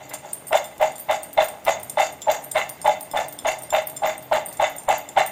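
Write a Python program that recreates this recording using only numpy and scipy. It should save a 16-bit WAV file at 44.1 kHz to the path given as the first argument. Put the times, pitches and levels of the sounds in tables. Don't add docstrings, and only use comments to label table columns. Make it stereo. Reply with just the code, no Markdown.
import sys
import numpy as np
from scipy import signal
from scipy.fft import rfft, irfft, next_fast_len
from scipy.io import wavfile
from scipy.ndimage import uniform_filter1d, map_coordinates

SR = 44100
rng = np.random.default_rng(int(sys.argv[2]) if len(sys.argv) > 2 else 0)


def gain_from_decibels(decibels):
    exponent = np.asarray(decibels, float) / 20
    return 10 ** exponent


def put_to_file(sound):
    columns = np.atleast_2d(sound).T
    safe = np.clip(columns, -1, 1)
    whole_steps = np.round(safe * 32767)
    wavfile.write(sys.argv[1], SR, whole_steps.astype(np.int16))


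N = 234303

# start in [s], peak of the heap on the bottom in [dB],
# nuts on the wall in [dB re heap], crumbs on the rim in [dB re heap], pour length in [s].
TOSS_EVENTS = [(-0.004, -30.5, -7.5, -17, .041), (0.097, -34, 3, -3, 0.038), (0.219, -37, -8.5, -8, 0.077),
               (.511, -9.5, -8, -20, 0.056), (0.792, -10, -12.5, -24, 0.072),
               (1.08, -10.5, -8.5, -21, 0.056), (1.365, -5.5, -11.5, -29, .064),
               (1.654, -8, -7, -20.5, 0.056), (1.966, -11.5, -7.5, -16.5, 0.078),
               (2.265, -7, -13, -23.5, 0.071), (2.539, -10.5, -6.5, -20, 0.068),
               (2.838, -7.5, -14, -27.5, 0.078), (3.132, -8, -13.5, -26.5, 0.083),
               (3.439, -6.5, -12, -20.5, 0.064), (3.716, -8, -10, -26.5, 0.066),
               (4.015, -10.5, -9.5, -23.5, 0.083), (4.308, -7, -11.5, -26.5, 0.068),
               (4.588, -7.5, -9, -25, 0.067), (4.871, -4.5, -13, -25.5, 0.074),
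               (5.155, -7.5, -7, -24, 0.055)]


def unit(x):
    return x / np.sqrt(np.mean(x ** 2) + 1e-20)


def along(points, hz):
    f, v = np.transpose(points)
    return np.interp(np.log(hz + 1), np.log(f + 1), v)


def wobble(rate):
    knots = rng.standard_normal(int(N * rate / SR) + 4)
    return map_coordinates(knots, [np.arange(N) * rate / SR])


def filtered(x, response):
    m = next_fast_len(N + 8192)
    return irfft(rfft(x, m) * response(np.fft.rfftfreq(m, 1 / SR)), m)[..., :N]


def rings(modes, count, scatter_db, unlike, attack, detune):
    hz, db, t60 = np.transpose(modes)[:, :, None]
    t = np.arange(SR // 8) / SR
    luck = rng.standard_normal((count, 5, len(modes)))
    pitch = hz * (1 + detune * luck[:, 4, :, None])
    decay = gain_from_decibels(db - 60 * t / np.abs(t60))
    ring = decay * (1 - np.exp(-t / attack)) * np.exp(2j * np.pi * pitch * t)
    spot = gain_from_decibels(scatter_db * luck[:, :1]) * np.sign(luck[:, 1:2])
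    share = spot * np.exp(unlike * (1j * luck[:, 2:4] + 0.18 * luck[:, 3:1:-1]))
    share /= np.sqrt(np.mean(np.abs(share) ** 2, 0))
    return np.imag(share @ ring)


def pours(rel_db, lag, rise, fall, settle_db, settle, slide_db):
    gain = np.full(N, gain_from_decibels(slide_db))
    for (s, db, _, _, pour), rel in zip(TOSS_EVENTS, rel_db):
        u = np.maximum(np.arange(N) / SR - s - lag, 0)
        swell = 1 - np.exp(-(u / rise) ** 2)
        falling = 1 / (1 + np.exp(np.minimum((u - pour) / fall, 50)))
        settling = gain_from_decibels(settle_db) * np.exp(-u / settle)
        gain += gain_from_decibels(db + rel) * swell * (falling + settling)
    return gain


def shower(gain, rate, spread_db, ring, singles, singles_db):
    count = len(ring)
    hits = rng.random((count, N)) < rate / SR / count
    blows = hits * gain_from_decibels(spread_db * np.minimum(rng.standard_normal((count, N)), 2))
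    blows *= gain / np.sqrt(np.mean(blows ** 2) * np.sum(ring ** 2) / 2)
    for k, (s, peak_db) in enumerate(singles):
        spot = k % count
        blows[spot, round(s * SR)] += gain_from_decibels(peak_db + singles_db) / np.abs(ring[spot]).max()
    return signal.fftconvolve(blows[:, None], ring, axes=2).sum(0)[:, :N]


def bowl():
    # mode in [Hz], level in [dB], t60 in [s].
    bottom_modes = [(523, -17, .09), (581, -1.5, .09), (622, .5, .13), (655, -2, .06), (690, -4, .07),
                    (755, -6, .08), (796, -6, .09), (838, -4.5, .09), (900, -17, .06), (985, -22, .05)]
    wall_modes = [(1090, -11, .03), (1392, -8, .03), (1630, -11, .035), (1771, -9, .04), (2027, 0, .045),
                  (2113, 0, .045), (2304, -10, .035), (2728, -5, .05), (2960, -11, .04), (3590, -4.5, .045),
                  (4010, -14, .03)]
    rim_modes = [(4650, -8, .05), (5110, -8, .03), (5930, -6, .04), (6590, -2, .05), (6860, 0, .04),
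                 (7120, -4, .05), (7530, -2, .04), (8180, -12, .02)]
    # time in [s], peak in [dB].
    heavy_landings = [(.137, -19), (.248, -24), (.508, -11.5), (.527, -6), (.542, 1), (.81, -6.5),
                      (.825, -2), (1.094, -6), (1.118, -9), (1.38, 0), (1.671, -6.5), (1.693, -2.5),
                      (1.973, -4), (1.997, -3.5), (2.024, -5.5), (2.273, -4.5), (2.286, -2), (2.556, -4),
                      (2.856, -3), (2.878, -1.5), (3.15, -21), (3.451, -16), (3.728, -3.5), (4.044, -3),
                      (4.321, 0.5), (4.597, -6.5), (4.625, 2), (4.887, -1), (5.168, 3), (5.205, -1)]
    # time in [s], peak in [dB].
    wall_raps = [(.5716, -7.5), (.829, -10), (1.089, -17), (1.1168, -30), (1.3764, -7.5), (1.4072, -33),
                 (1.6785, -6.5), (1.9706, -17), (1.9873, -20), (2.0218, -19), (2.0542, -18), (2.2926, -17),
                 (2.578, -5.5), (2.6139, -6), (2.8549, -33), (3.1726, -8.5), (3.4553, -20), (3.4861, -8),
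                 (3.7478, -3.5), (3.7818, -9.5), (4.045, -17), (4.0626, -16), (4.321, -27), (4.345, -10),
                 (4.5989, -19.5), (4.6069, -34), (4.6408, -7.5), (4.8997, -37), (5.1656, -18),
                 (5.217, -3.5)]
    # time in [s], their gain in [dB].
    grip_curve = [
        (0, -2.5),
        (.55, 4),
        (1.1, -1.5),
        (1.7, 2.5),
        (2.1, -1.5),
        (2.7, -1.5),
        (3.7, -2.5),
        (4.3, -0.5),
        (4.7, -5.5),
    ]
    # frequency in [Hz], level in [dB].
    husk_colour = [(120, -40), (350, -6.5), (800, 6.5), (1600, 0.5), (3000, -5), (5000, -23), (8000, -19.5),
                   (13000, -37)]

    _, _, wall_db, crumb_db, _ = np.transpose(TOSS_EVENTS)
    heap = pours(0 * wall_db - 8, 0, rise=0.0045, fall=0.0013, settle_db=6, settle=0.062, slide_db=-47)
    wall = pours(wall_db - 10, 0.00062, rise=0.017, fall=0.012, settle_db=-8.5, settle=0.068, slide_db=-58.5)
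    crumbs = pours(crumb_db - 5.5, 0.024, rise=0.0075, fall=0.01, settle_db=-15, settle=0.05, slide_db=-61.5)
    bottom_ring = rings(bottom_modes, count=6, scatter_db=3, unlike=0.16, attack=0.001, detune=0.003)
    wall_ring = rings(wall_modes, count=8, scatter_db=2.5, unlike=1.77, attack=0.0004, detune=0.011)
    rim_ring = rings(rim_modes, count=6, scatter_db=4, unlike=1.2, attack=0.0001, detune=0.008)

    boom = shower(heap, 550, 3.56, bottom_ring, heavy_landings, singles_db=3.5)
    boom = filtered(boom, lambda hz: (1j * hz / (480 + 1j * hz)) ** 6)
    grip = gain_from_decibels(np.interp(np.arange(N) / SR, *np.transpose(grip_curve)))
    boom = boom + (grip - 1) * filtered(boom, lambda hz: 1 / (1 + (hz / 670) ** 16))
    ring = shower(wall, 600, 6.7, wall_ring, wall_raps, singles_db=-5)
    sing = shower(crumbs, 1500, 7, rim_ring, [], singles_db=0)

    clicks = (rng.random(N) < 1100 / SR) * gain_from_decibels(6.4 * rng.standard_normal(N))
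    puff_decay = gain_from_decibels(-60 * np.arange(400) / SR / 0.0089)
    grain = rng.standard_normal((2, N)) + 0.82 * rng.standard_normal(N)
    puffs = signal.fftconvolve(clicks, puff_decay)[:N] * grain
    clatter = gain_from_decibels(0.5) * wall * unit(filtered(puffs, lambda hz: gain_from_decibels(along(husk_colour, hz))))
    fizz = gain_from_decibels(-5) * crumbs * unit(filtered(puffs[::-1], lambda hz: hz ** 2 / (hz ** 2 + 7000 ** 2)))

    rumble = rng.standard_normal(N)
    thump = filtered(rumble, lambda hz: 0.18 / (1 + (hz / 30) ** 3) + 1 / (1 + (hz / 380) ** 4))
    boom = boom * gain_from_decibels([[1.5], [-1.6]]) + gain_from_decibels(-37.5) * heap * unit(thump)
    boom[1] = np.roll(boom[1], 6)
    return boom + (ring + clatter) * gain_from_decibels([[3.5], [-4]]) + (sing + fizz) * gain_from_decibels([[1.4], [-1.5]])


def hush():
    # frequency in [Hz], density in [dB per Hz].
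    air_spectrum = [(13, -45), (22, -71), (44, -23), (140, -4), (387, -6.5), (618, -3), (1300, -13.5),
                    (3510, -19.5), (4380, -27), (8970, -24.5), (10600, -30.5), (14300, -20.5),
                    (16000, -14.5)]
    # frequency in [Hz], correlation in [0 to 1].
    ear_likeness = [(60, .8), (300, .95), (1400, .1), (15000, .03)]
    # frequency in [Hz], level in [dB].
    fridge_tones = [(82, -63), (134, -57), (291, -60)]

    z = signal.stft(rng.standard_normal((2, N)), nperseg=512)[2]
    patches = uniform_filter1d(rng.standard_normal(z.shape[1:]), size=10, axis=0)
    patches = uniform_filter1d(patches, size=8, axis=1)
    drift_db = np.linspace(1.2, 4, len(patches))[:, None] * unit(patches)
    air = signal.istft(z * gain_from_decibels(drift_db), nperseg=512)[1][:, :N]

    def mid_side(hz):
        turn = np.arccos(np.clip(along(ear_likeness, hz), -1, 1)) / 2
        return gain_from_decibels(along(air_spectrum, hz)) * [np.cos(turn), np.sin(turn)]

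    mid, side = filtered(air, mid_side)
    hum = np.zeros(N)
    for hz, db in fridge_tones:
        level = gain_from_decibels(db + 4.7 * wobble(8.1))
        hum += level * np.sin(2 * np.pi * hz * np.arange(N) / SR + 2.1 * wobble(10))
    return gain_from_decibels(-42.5) * unit(np.array([mid + side, mid - side])) + hum


def clinks():
    # time in [s], peak in [dB],
    # low modes in [dB re peak], high modes in [dB re peak].
    thin_chimes = [(0.3316, -12, -9, -14.5), (0.4688, -29, 1.5, -2), (0.4816, -24, -7, -9),
                   (.919, -36, -1, -10), (0.982, -19, -16, -18), (0.9973, -18, -7.5, -10),
                   (1.3306, -21, -14, -9.5), (1.4438, -20, -10, -10), (1.7993, -31.5, -4.5, -11),
                   (1.8315, -19.5, -9, -11), (2.125, -29.5, -14, -8), (2.421, -31, -12, -14),
                   (2.439, -21.5, -15, -11), (2.6934, -15, -11.5, -10), (3.009, -15, -12.5, -15),
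                   (3.026, -30, -1.5, -5), (3.059, -37, -3, -26), (3.2833, -26, -2.5, -6),
                   (3.3258, -15.5, -10, -13.5), (3.587, -27, -2, -15), (3.621, -22, -7, -10),
                   (3.8213, -31, -7.5, -7), (3.871, -12, -19, -16), (4.1791, -30, -1.5, -7),
                   (4.2254, -25, -7, -7), (4.4606, -22, -3, -5), (4.486, -23, -5, -12),
                   (4.6982, -24.5, -16, -12.5), (4.7636, -18, -17, -13), (5.263, -15, -13, -16)]
    # time in [s], peak in [dB],
    # thin bangle in [dB re peak], wide bangle in [dB re peak].
    wide_knocks = [(0.0942, -21.5, -26.5, -18), (0.1377, -15, -10.5, -8.5), (0.6428, -21, -7, -10),
                   (0.781, -23, -29, -29), (.957, -21.5, -10, -10), (1.2322, -18.5, -2.5, -12),
                   (1.4851, -14.5, -12.5, -17), (1.6509, -14, -17, -18), (1.897, -14, -10.5, -14),
                   (2.2188, -23, -34, -5.5), (2.5144, -15.5, -17, -17), (2.816, -15.5, -19, -16),
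                   (2.85, -19.5, -20, -21), (3.113, -22, -11, -6.5), (3.3889, -17.5, -16.5, -10.5),
                   (3.6337, -20, -13, -32), (3.704, -15.5, -24, -5.5), (3.8982, -19, -7.5, -22),
                   (3.9644, -22.5, -10, -1.5), (4.5275, -15.5, -16, -32), (4.57, -25, -12, -7.5),
                   (4.7832, -24, -7, -7), (4.8358, -23, -26, -35), (4.981, -26, -3, -22),
                   (5.0888, -25.5, -17, 0)]

    chimes = [(s, db, low, high, -30, 2) for s, db, low, high in thin_chimes]
    knocks = [(s, db, thin, thin - 8.5, wide, 6) for s, db, thin, wide in wide_knocks]
    jolts = [(s + 0.017 + 0.044 * late, db - 21.5, -14, -9, -11, -10.5)
             for (s, db, *_), late in zip(TOSS_EVENTS, rng.random(len(TOSS_EVENTS)))]
    return chimes + knocks + jolts


def bangles():
    # mode in [Hz], level in [dB], t60 in [s].
    thin_low_modes = [(4740, -28.5, 0.36), (7830, -19.5, 0.05), (8530, 3, 0.013), (8937, 6, 0.043),
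                      (8860, -15.5, 0.15), (9200, -28, 0.063)]
    thin_high_modes = [(12830, -4.5, 0.073), (13100, -1, 0.045), (14100, 2, 0.025), (14520, 6.5, 0.065),
                       (16100, -14, 0.036)]
    wide_modes = [(3500, -8, .045), (5210, -12, .045), (7285, 0, .06), (9560, -10, .04), (11810, -14, .05)]

    out = np.zeros((2, N + SR))
    contacts = clinks()
    count = len(contacts)
    low = rings(thin_low_modes, count, scatter_db=2, unlike=1.4, attack=0.0002, detune=0.006)
    high = rings(thin_high_modes, count, scatter_db=2, unlike=1.4, attack=0.0003, detune=0.004)
    wide = rings(wide_modes, count, scatter_db=2.5, unlike=1.2, attack=0.0002, detune=0.004)
    t = np.arange(low.shape[2]) / SR
    crack_decay = gain_from_decibels(-7.5 - 60 * t / 0.0017) + gain_from_decibels(-20.5 - 60 * t / 0.046)
    for k, (s, db, low_db, high_db, wide_db, pan_db) in enumerate(contacts):
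        crack = crack_decay * np.diff(rng.standard_normal((2, len(t) + 1)))
        rub = 1 + 0.56 * unit(uniform_filter1d(rng.standard_normal(len(t)), size=90))
        clink = gain_from_decibels(low_db - 3) * low[k] + gain_from_decibels(high_db - 4) * high[k] + gain_from_decibels(wide_db - 3) * wide[k]
        clink = clink * rub + crack
        bounces = (rng.random(2048) < 160 / SR) * rng.standard_normal(2048)
        chatter = bounces * gain_from_decibels(-4 - 60 * t[:2048] / 0.09)
        chatter[0] = 1
        clink = signal.fftconvolve(clink, chatter[None], axes=1)
        pan = np.array([[pan_db], [-pan_db]]) / 2
        out[:, round(s * SR):][:, :clink.shape[1]] += gain_from_decibels(db + pan) * clink
    return out[:, :N]


def kitchen(x):
    # frequency in [Hz], t60 in [s].
    room_decay = [(200, 0.21), (2000, 0.34), (10000, 0.32)]
    hz, t, z = signal.stft(rng.standard_normal((2, SR // 2)), SR, nperseg=256)
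    tail = signal.istft(z * gain_from_decibels(-60 * t / along(room_decay, hz)[:, None]), SR, nperseg=256)[1]
    tail[1] = 0.7 * tail[0] + 0.7 * tail[1]
    delayed = np.pad(x, ((0, 0), (200, 0)))
    return signal.fftconvolve(delayed, tail / np.linalg.norm(tail[0]), axes=1)[:, :N]


def scene():
    near = bowl() + bangles()
    left, right = near + gain_from_decibels(-8.5) * kitchen(near)
    air = hush()
    return np.array([left + air[0], np.roll(right, 1) + np.roll(air[1], 7)])


def thin_treble(x):
    hz, _, z = signal.stft(x, SR, nperseg=1024)
    hz = hz[:, None]
    band = uniform_filter1d(np.abs(z) ** 2, size=16, axis=1)[:, 8::16].repeat(16, 1)
    band = np.concatenate([band, band[:, -1:]], 1)
    loudest = band[:, hz[:, 0] > 6000].max((0, 1))
    treble = hz > 3800
    whim = unit(uniform_filter1d(rng.standard_normal((65, len(loudest))), size=4, axis=1))
    whim = gain_from_decibels(15 * whim).repeat(8, 0)[:len(hz)]
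    masker = loudest + 0.3 * np.roll(loudest, -1)
    masked = treble & (band.mean(0) < gain_from_decibels(-49) * whim * (hz / 9000) ** 2 * masker)
    blur = gain_from_decibels(-12) * treble * np.sqrt(band) * np.exp(2j * np.pi * rng.random(z.shape))
    top_hz = np.where(loudest > 25 * np.roll(loudest, 1), 16250, 15350)
    edge = 1 / (1 + (hz / top_hz) ** 150)
    kept = (z + blur) * edge * np.where(masked, gain_from_decibels(-46), 1)
    return signal.istft(kept, SR, nperseg=1024)[1][:, :N]


def band_limit(x):
    return signal.sosfilt(signal.butter(12, 16470, fs=SR, output="sos"), x)


def record(dry):
    rounded = dry / (1 + np.abs(dry / 1.05) ** 4) ** 0.25
    mix = thin_treble(rounded)
    return band_limit(mix)


dry = scene()
out = record(dry)
put_to_file(out)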